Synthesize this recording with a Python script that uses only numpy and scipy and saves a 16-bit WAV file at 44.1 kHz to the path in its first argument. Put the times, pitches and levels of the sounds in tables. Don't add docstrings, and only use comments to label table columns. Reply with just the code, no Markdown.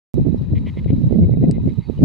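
import sys
import numpy as np
from scipy import signal
from scipy.io import wavfile
from scipy.ndimage import uniform_filter1d

SR = 44100
rng = np.random.default_rng(int(sys.argv[2]) if len(sys.argv) > 2 else 0)


def to_linear_factor(level_db):
    exponent = np.asarray(level_db, float) / 20
    return 10 ** exponent


def dump(signal):
    limited = np.clip(np.atleast_2d(signal).T, -1, 1)
    pcm = np.round(limited * 32767).astype(np.int16)
    wavfile.write(sys.argv[1], SR, pcm)


N = 90184

# centre_hz, width_hz, level_db
WHIR_MODES = [(889, 216, -61.5), (1244, 57, -73.5), (1920, 380, -72), (2509, 60, -72), (3873, 210, -66),
              (4120, 210, -85), (4540, 210, -87.5)]
# start_s, peak_db, sharpness_db, pan_db
HOUSING_TICKS = [(.3838, -50, -20, 1), (.8438, -36, -20, .5), (1.1885, -46, -18, -3), (1.511, -34, 10, 1),
                 (1.5136, -52, 8, -4), (1.5197, -44, -9, 1), (1.7405, -63, 6, 1), (1.76, -68, 6, 1),
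                 (1.8095, -48, -25, 0), (2.029, -52, -12, 3), (2.037, -51, -10, 3)]
# mode_hz, level_db, t60_s
HOUSING_MODES = [(2070, -2.5, .005), (2830, -4, 0.0053), (4020, -12.5, 0.018), (4780, -0.5, 0.0031),
                 (6500, -6.5, 0.002), (8190, 1, 0.0032), (10500, -17, 0.0013), (12200, -23.5, .002)]
# start_s, peak_db
OPENING_CLICKS = [
    (.1365, -47),
    (.1421, -26),
    (.1526, -45),
    (.1632, -50),
    (.1737, -54),
]
# freq_hz, density_db_per_hz
RUSTLE_SPECTRUM = [(1000, -22), (1500, -11), (2300, -11.5), (3200, -11.5), (4500, -18.5), (6500, -27.5),
                   (10000, -29), (15600, -37)]
# time_s, level_db
RUSTLE_LEVEL = [(0.139, -1.5), (0.601, 3), (1.15, 3), (1.35, -6.5), (1.698, 1.5), (2.04, 1.5)]
# freq_hz, density_db_per_hz
WIND_SPECTRUM = [(20, -25.5), (45, 1.5), (85, 4.5), (130, 3), (220, 0.5), (330, -17.5), (480, -38.5),
                 (750, -40.5)]
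# time_s, level_db
GUST_L = [(0.14, -17.5), (0.315, -25.5), (0.419, -17), (0.443, -21), (0.563, -15.5), (0.742, -24.5),
          (0.862, -22.5), (0.998, -19.5), (1.07, -20), (1.125, -24), (1.213, -12), (1.357, -18.5),
          (1.437, -17.5), (1.632, -21), (1.668, -14), (1.768, -31.5), (1.924, -37.5), (2.043, -8.5)]
GUST_R = [(0.14, -11.5), (0.411, -21.5), (0.467, -35), (0.527, -14), (0.73, -27), (0.774, -20.5),
          (0.938, -25.5), (0.966, -14), (1.078, -17.5), (1.481, -17.5), (1.525, -17), (1.676, -17.5),
          (1.764, -23), (1.788, -11), (1.828, -35.5), (1.9, -17.5), (1.972, -25.5), (2.043, -16.5)]
# start_s, peak_db
SLAPS_L = [(0.1592, -29), (0.176, -24.5), (0.1982, -13), (0.2124, -30.5), (0.8594, -15.5), (0.9028, -4),
           (0.9293, -16.5), (1.0669, -34), (1.1465, -28), (1.1596, -48.5), (1.1903, -32.5), (1.2136, -23.5),
           (1.2489, -20), (1.385, -28), (1.4381, -2.5), (1.494, 0), (1.5808, -13.5), (1.6705, -26.5),
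           (1.681, -48.5), (2.0328, -3)]
SLAPS_R = [(0.2679, -12), (0.2841, -13), (0.344, -9), (0.5331, -19), (1.0423, -16.5), (1.1087, -9.5),
           (1.1251, -4.5), (1.1577, -8), (1.186, -10.5), (1.2387, -19.5), (1.268, -22.5), (1.2937, -9.5),
           (1.3368, -11.5), (1.3712, -12), (1.4771, -11), (1.674, -13), (1.6881, -21), (1.8971, -7.5),
           (2.019, -5.5), (2.0338, -2)]
# start_s, peak_db
MORE_SLAPS_L = [(0.269, -30), (0.347, -30.5), (0.412, -39), (0.502, -30), (0.539, -39.5), (.575, -52),
                (1.374, -19), (1.501, -14.5)]
MORE_SLAPS_R = [(0.188, -24.5), (0.41, -27), (0.67, -22.5), (0.772, -19.5), (.903, -31.5), (1.552, -29),
                (1.582, -18.5), (1.991, -15.5)]
# start_s, length_s, peak_db, start_hz, end_hz
SWIRLS_L = [(0.203, 0.019, -4.5, 193, 92), (0.518, 0.022, -4, 96.6, 164), (0.533, 0.057, -8, 118, 55.3),
            (0.851, 0.023, -6.5, 100, 167), (0.89, 0.03, -21, 101, 165.4), (0.938, 0.016, -7.5, 162, 72.8),
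            (1.033, 0.062, -8, 110.7, 185), (1.192, 0.087, -9, 109, 86.7), (1.194, 0.016, -7.5, 284, 121.2),
            (1.213, 0.047, -17, 213.6, 161), (1.243, 0.04, -7.5, 84.9, 111.9),
            (1.423, 0.03, -11.5, 237.5, 234), (1.458, 0.046, -19, 213, 94),
            (1.657, 0.02, -11.5, 147.5, 236), (2.019, 0.021, -5, 218.4, 93.4), (2.02, 0.022, -2, 208, 287)]
SWIRLS_R = [(0.241, 0.1, -13, 122.9, 198), (0.255, 0.075, -16, 109, 88), (0.878, 0.04, -7.5, 160.7, 73),
            (0.925, 0.017, -3, 125.6, 129), (1.03, 0.022, -1.5, 214.7, 94), (1.065, 0.021, -4.5, 210, 94),
            (1.112, 0.026, -7, 281, 123), (1.153, 0.031, -6.5, 136, 235), (1.177, 0.025, -2, 155.3, 257),
            (1.188, 0.077, -6, 150.5, 190), (1.293, 0.06, -8.4, 172.8, 79), (1.365, 0.074, -10, 175.3, 110),
            (1.396, 0.065, -11.5, 256, 113), (1.45, 0.06, -12, 146, 190), (1.776, 0.021, -7, 242, 113),
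            (2.018, 0.024, -4, 199.3, 334)]
# start_s, length_s, peak_db, start_hz, end_hz
CURLS_L = [
    (0.382, 0.025, -13.5, 91.4, 65.4),
    (.405, 0.023, -11, 203, 140.4),
    (.922, 0.027, -13.5, 320, 231),
    (1.59, .045, -18, 96.6, 60),
]
CURLS_R = [
    (0.253, .03, -15, 290, 349),
    (0.826, .05, -17, 90, 70),
    (1.598, .04, -15, 65, 130.6),
    (1.712, 0.029, -17, 240, 169),
]
# delay_s, level_db
TREE_ECHOES = [(.023, -21), (.047, -24), (.081, -27)]
# start_s, length_s, level_db, start_hz, end_hz
BIRD_WHISTLES = [
    (1.603, .042, -80, 7330, 7100),
    (1.665, .045, -87, 7300, 7100),
    (1.817, .05, -64, 4520, 4470),
    (1.879, .013, -68, 4450, 4380),
    (1.897, .022, -74, 4330, 4200),
    (1.975, .013, -62, 2950, 2990),
    (.368, .018, -75, 5300, 5290),
    (1.995, .03, -74, 4600, 4650),
]
# start_s, length_s, level_db, throat_hz, throat_width_hz
CROAK_CALLS = [(.551, .039, -48, 2060, 260), (.66, .043, -45, 2090, 260), (.766, .036, -46, 2100, 220),
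               (.878, .036, -49, 2110, 220), (.952, .02, -62, 2100, 260), (1.122, .03, -58, 2020, 200),
               (1.224, .032, -56, 2170, 110), (1.318, .036, -57, 2080, 200), (1.424, .036, -55, 2000, 200),
               (1.536, .039, -54, 2060, 70), (1.672, .038, -56, 2100, 170), (1.814, .038, -58, 2130, 70)]
# centre_hz, width_hz, level_db
BILL_MODES = [(1010, 160, -11), (2480, 150, -11), (2880, 260, -8), (3400, 270, -11), (4000, 330, -15)]

TIME_S = np.arange(N) / SR
OPENS_S, OPENING_RAMP_S, CLOSING_S = .1405, 0.00067, .003
OPENING_PAN_DB, SETTLE_DB, SETTLE_S = -8, -69, .045
WHIR_THROB_DB, WHIR_THROB_HZ, WHIR_PAN_DB = 2, 40.2, 0.66
CONTACT_S, TICK_CUT_HZ = .0012, 12000
AIR_DB, AIR_LIKENESS, AIR_PAN_DB = -67.5, 0.35, -0.5
LUMP_DB, LUMP_TREBLE_DB, FLUTTER_DB, BRIGHTEN_DB, SKEW = 0.5, 1.97, 3, 0.42, 0.033
SHED_HZ, SHED_WANDER, SHED_DB, SHED_LUMP_DB = 140, .2, -4, 1.5
CHURN_S, CHURN_SHARE = .02, .28
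SLAP_HZ, SLAP_T60_S, SLAP_DB = 391.5, 0.013, 1
SLAP_BODY_HZ, SLAP_BODY_DB = 207.8, 11.5
SWIRL_DB, SWIRL_OVERTONE_DB, RUMBLE_DB = 2, -18, 0
PORT_CUT_HZ, PORT_LOW_HZ, PORT_TOP = 652, 29.4, .88
PULSE_HZ, THROAT_RISE, JITTER, RASP, SWELL_DB = 215, .035, .12, .45, 4
CROAK_ATTACK_S, CROAK_RELEASE_S, CROAK_PAN_DB, DISTANCE_CUT_HZ = .015, .011, .7, 4100
BILL_FOLLOWS, BILL_PIVOT_DB, WIDE_THROAT_HZ = .45, -45, 260


def rms_one(x):
    return x / np.sqrt(np.mean(x ** 2) + 1e-20)


def drift(rate_hz):
    r = np.exp(-2 * np.pi * rate_hz * 20 / SR)
    white = rng.standard_normal(N // 20 + 2002)
    slow = signal.lfilter([1], [1, -2 * r, r * r], white)[2000:]
    return np.interp(np.arange(N) / 20, np.arange(len(slow)), rms_one(slow - slow.mean()))


def filtered(x, order, hz, kind="low"):
    return signal.sosfilt(signal.butter(order, hz, kind, fs=SR, output="sos"), x)


def resonance(x, hz, width_hz):
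    r = np.exp(-np.pi * width_hz / SR)
    poles = [1, -2 * r * np.cos(2 * np.pi * hz / SR), r * r]
    return signal.lfilter(np.array([1, 0, -1]) * (1 - r * r) / 2, poles, x + 1e-18)


def ring(clicks, hz, t60_s):
    r, w = to_linear_factor(-60 / (t60_s * SR)), 2 * np.pi * hz / SR
    return signal.lfilter([0, np.sin(w)], [1, -2 * r * np.cos(w), r * r], clicks + 1e-18)


def sides(pan_db):
    return to_linear_factor(np.array([.5 * pan_db, -.5 * pan_db]))


def bands(white, spectrum, swing_db):
    hz_at, db_at = np.transpose(spectrum)
    count = int(2 * np.log2(hz_at[-1] / hz_at[0])) + 1
    edges_hz = np.geomspace(hz_at[0], hz_at[-1], count)
    out = 0
    for k, (low_hz, high_hz) in enumerate(zip(edges_hz, edges_hz[1:])):
        hz = np.sqrt(low_hz * high_hz)
        band = filtered(white[k % 2], 2, [low_hz, high_hz], "band")
        level_db = np.interp(np.log(hz), np.log(hz_at), db_at)
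        out = out + band * to_linear_factor(level_db + swing_db(hz))
    return rms_one(out)


def swell(start_s, length_s, attack_s, release_s):
    i = int(start_s * SR)
    t = np.arange(min(int((length_s + release_s) * SR), N - i)) / SR
    rise = np.clip(t / attack_s, 0, 1)
    fall = np.clip((length_s + release_s - t) / release_s, 0, 1)
    return slice(i, i + len(t)), t / length_s, np.sin(.5 * np.pi * rise * fall) ** 2


def whir():
    out = np.zeros(N)
    for hz, width_hz, db in WHIR_MODES:
        narrow = resonance(resonance(rng.standard_normal(N), hz, width_hz), hz, 1.9 * width_hz)
        out += to_linear_factor(db + WHIR_THROB_DB * drift(WHIR_THROB_HZ)) * rms_one(narrow)
    return out * sides(WHIR_PAN_DB)[:, None]


def opening_clicks():
    start_s, db = np.transpose(OPENING_CLICKS)
    t = TIME_S - OPENS_S
    fade = np.exp(-np.abs(t) / SETTLE_S) * (t > 0)
    out = to_linear_factor(SETTLE_DB) * rng.standard_normal((2, N)) * fade
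    out[:, (start_s * SR).astype(int)] += to_linear_factor(db) * sides(OPENING_PAN_DB)[:, None]
    return filtered(out, 4, 15000)


def ticks():
    start_s, db, sharp_db, pan_db = np.transpose(HOUSING_TICKS)
    chance = rng.standard_normal((len(start_s), len(HOUSING_MODES)))
    t = np.arange(int(CONTACT_S * SR)) / SR
    out = 0
    for k, (hz, mode_db, t60_s) in enumerate(HOUSING_MODES):
        strike_db = db + mode_db + sharp_db * (hz > 4500) + 1.5 * chance[:, k]
        clicks = np.zeros((2, N))
        clicks[:, (start_s * SR).astype(int)] = to_linear_factor(strike_db) * sides(pan_db)
        contact = np.hanning(len(t)) * np.cos(2 * np.pi * hz * t) * 4 / len(t)
        out = out + signal.lfilter(contact, [1], ring(clicks, hz, t60_s)) * (-1) ** k
    return filtered(out, 2, TICK_CUT_HZ)


def air():
    breeze = drift(9)

    def rustle():
        return bands(rng.standard_normal((2, N)), RUSTLE_SPECTRUM, lambda hz: 1.5 * drift(11) + 1.2 * breeze)

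    mid = np.sqrt(1 + AIR_LIKENESS) * rustle()
    side = np.sqrt(1 - AIR_LIKENESS) * rustle()
    level_db = AIR_DB + np.interp(TIME_S, *np.transpose(RUSTLE_LEVEL))
    return to_linear_factor(level_db) * (mid + side * [[1], [-1]]) * sides(AIR_PAN_DB)[:, None]


def churn(slaps):
    start_s, db = np.transpose(slaps)
    at = np.arange(0, N, 100)
    near = np.exp(-((at[:, None] / SR - start_s) / CHURN_S) ** 2) @ to_linear_factor(db)
    near_db = 20 * np.log10(near + .01)
    return np.interp(np.arange(N), at, near_db - near_db.mean())


def rumble(level_db, slaps):
    lump = drift(25.3) + 0.88 * drift(65)
    push_db = level_db - level_db.mean()
    treble_db = LUMP_TREBLE_DB * lump + BRIGHTEN_DB * push_db + CHURN_SHARE * churn(slaps)

    def swing_db(hz):
        octaves = np.clip(np.log2(hz / 110), 0, 2.6)
        return LUMP_DB * lump + FLUTTER_DB * drift(6.95) + octaves * treble_db

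    shed_hz = SHED_HZ * np.exp(SHED_WANDER * np.clip(drift(12.46), -2, 2))
    shed = np.sin(2 * np.pi * np.cumsum(shed_hz) / SR)
    noise = bands(rng.standard_normal((2, N)), WIND_SPECTRUM, swing_db)
    x = rms_one(noise + to_linear_factor(SHED_DB + SHED_LUMP_DB * drift(25.4)) * shed)
    x = x + SKEW * filtered(x * x, 2, 40, "high")
    return rms_one(x) * to_linear_factor(level_db + RUMBLE_DB)


def slap(slaps):
    start_s, db = np.transpose(slaps)
    clicks = np.zeros(N)
    clicks[(start_s * SR).astype(int)] = to_linear_factor(db + SLAP_DB)
    body = ring(clicks, SLAP_BODY_HZ, 0.96 * SLAP_T60_S)
    return ring(clicks, SLAP_HZ, SLAP_T60_S) + to_linear_factor(SLAP_BODY_DB) * body


def swirl(swirls):
    out = np.zeros(N)
    for start_s, length_s, db, start_hz, end_hz in swirls:
        half_s = .5 * length_s
        span, part, shape = swell(start_s, half_s, half_s, half_s)
        glide_hz = start_hz * (end_hz / start_hz) ** (.5 * part)
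        phase = 2 * np.pi * (rng.random() + np.cumsum(glide_hz) / SR)
        cycles = np.cos(phase) + to_linear_factor(SWIRL_OVERTONE_DB) * np.cos(2 * phase)
        out[span] += to_linear_factor(db + SWIRL_DB) * shape * cycles
    return out


def wind():
    ports = []
    for gust, slaps, swirls in ((GUST_L, SLAPS_L + MORE_SLAPS_L, SWIRLS_L + CURLS_L),
                                (GUST_R, SLAPS_R + MORE_SLAPS_R, SWIRLS_R + CURLS_R)):
        level_db = np.interp(TIME_S, *np.transpose(gust))
        ports.append(rumble(level_db, slaps) + slap(slaps) + swirl(swirls))
    pressed = PORT_TOP * np.tanh(np.array(ports) / PORT_TOP)
    return filtered(filtered(pressed, 6, PORT_CUT_HZ), 1, PORT_LOW_HZ, "high")


def trees(x):
    dull = signal.lfilter([.5], [1, -.5], x)
    out = np.zeros((2, N))
    for side, stretch in enumerate((1, 1.13)):
        for delay_s, db in TREE_ECHOES:
            i = int(delay_s * stretch * SR)
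            out[side, i:] += to_linear_factor(db) * dull[:N - i]
    return out


def whistles():
    out = np.zeros(N)
    for start_s, length_s, db, start_hz, end_hz in BIRD_WHISTLES:
        span, part, shape = swell(start_s, length_s, .3 * length_s, .3 * length_s)
        glide_hz = start_hz + (end_hz - start_hz) * part
        out[span] += to_linear_factor(db + 3) * shape * np.sin(2 * np.pi * np.cumsum(glide_hz) / SR)
    return out * to_linear_factor(3 * drift(90))


def syrinx(length):
    period = SR / PULSE_HZ
    at = np.cumsum(period * (1 + JITTER * rng.standard_normal(40))).astype(int) - int(.7 * period)
    heights = to_linear_factor(0.9 * rng.standard_normal(40))
    pulses = np.zeros(length)
    pulses[at[at < length]] = heights[at < length]
    gate = 0.073 + signal.lfilter([1], [1, -.985], pulses)
    return (1 - RASP) * rms_one(pulses) + RASP * rms_one(rng.standard_normal(length) * gate)


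def throat(source, hz, width_hz, share):
    early, late = (resonance(resonance(source, hz * (1 + k * THROAT_RISE), width_hz), hz, 1.7 * width_hz)
                   for k in (-1, .5))
    return (1 - share) * early + share * late


def bill(source, level_db, throat_width_hz):
    out = 0
    for k, (hz, width_hz, db) in enumerate(BILL_MODES):
        passed = (throat_width_hz / WIDE_THROAT_HZ) ** (.5 + .5 * (hz > 2600))
        gain = to_linear_factor(db + BILL_FOLLOWS * (level_db - BILL_PIVOT_DB)) * passed
        out = out + gain * (-1) ** k * resonance(source, hz, width_hz)
    return out


def croaks():
    out = np.zeros(N)
    for start_s, length_s, db, throat_hz, width_hz in CROAK_CALLS:
        span, part, shape = swell(start_s - .5 * CROAK_ATTACK_S, length_s, CROAK_ATTACK_S, CROAK_RELEASE_S)
        share = np.clip(part, 0, 1)
        source = syrinx(len(part))
        voice = throat(source, throat_hz, width_hz, share)
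        scale = np.sqrt(uniform_filter1d(voice ** 2, size=500) + 0.16 * np.mean(voice ** 2))
        voice = voice + bill(source, db, width_hz)
        out[span] += to_linear_factor(db + SWELL_DB * (share - 1.0)) * shape * voice / scale
    return filtered(out, 3, DISTANCE_CUT_HZ)


def scene():
    birds = croaks() + whistles()
    far = birds * sides(CROAK_PAN_DB)[:, None] + trees(birds)
    fade_in = np.clip((TIME_S - OPENS_S) / OPENING_RAMP_S, 0, 1)
    fade_out = np.clip((N - np.arange(N)) / SR / CLOSING_S + 0.34, 0, 1)
    return (wind() + far + whir() + air()) * fade_in * fade_out + ticks() + opening_clicks()


def band_limit(x):
    return signal.sosfilt(signal.butter(12, 15680, fs=SR, output="sos"), x)


def record(dry):
    return band_limit(dry)


dry = scene()
out = record(dry)
dump(out)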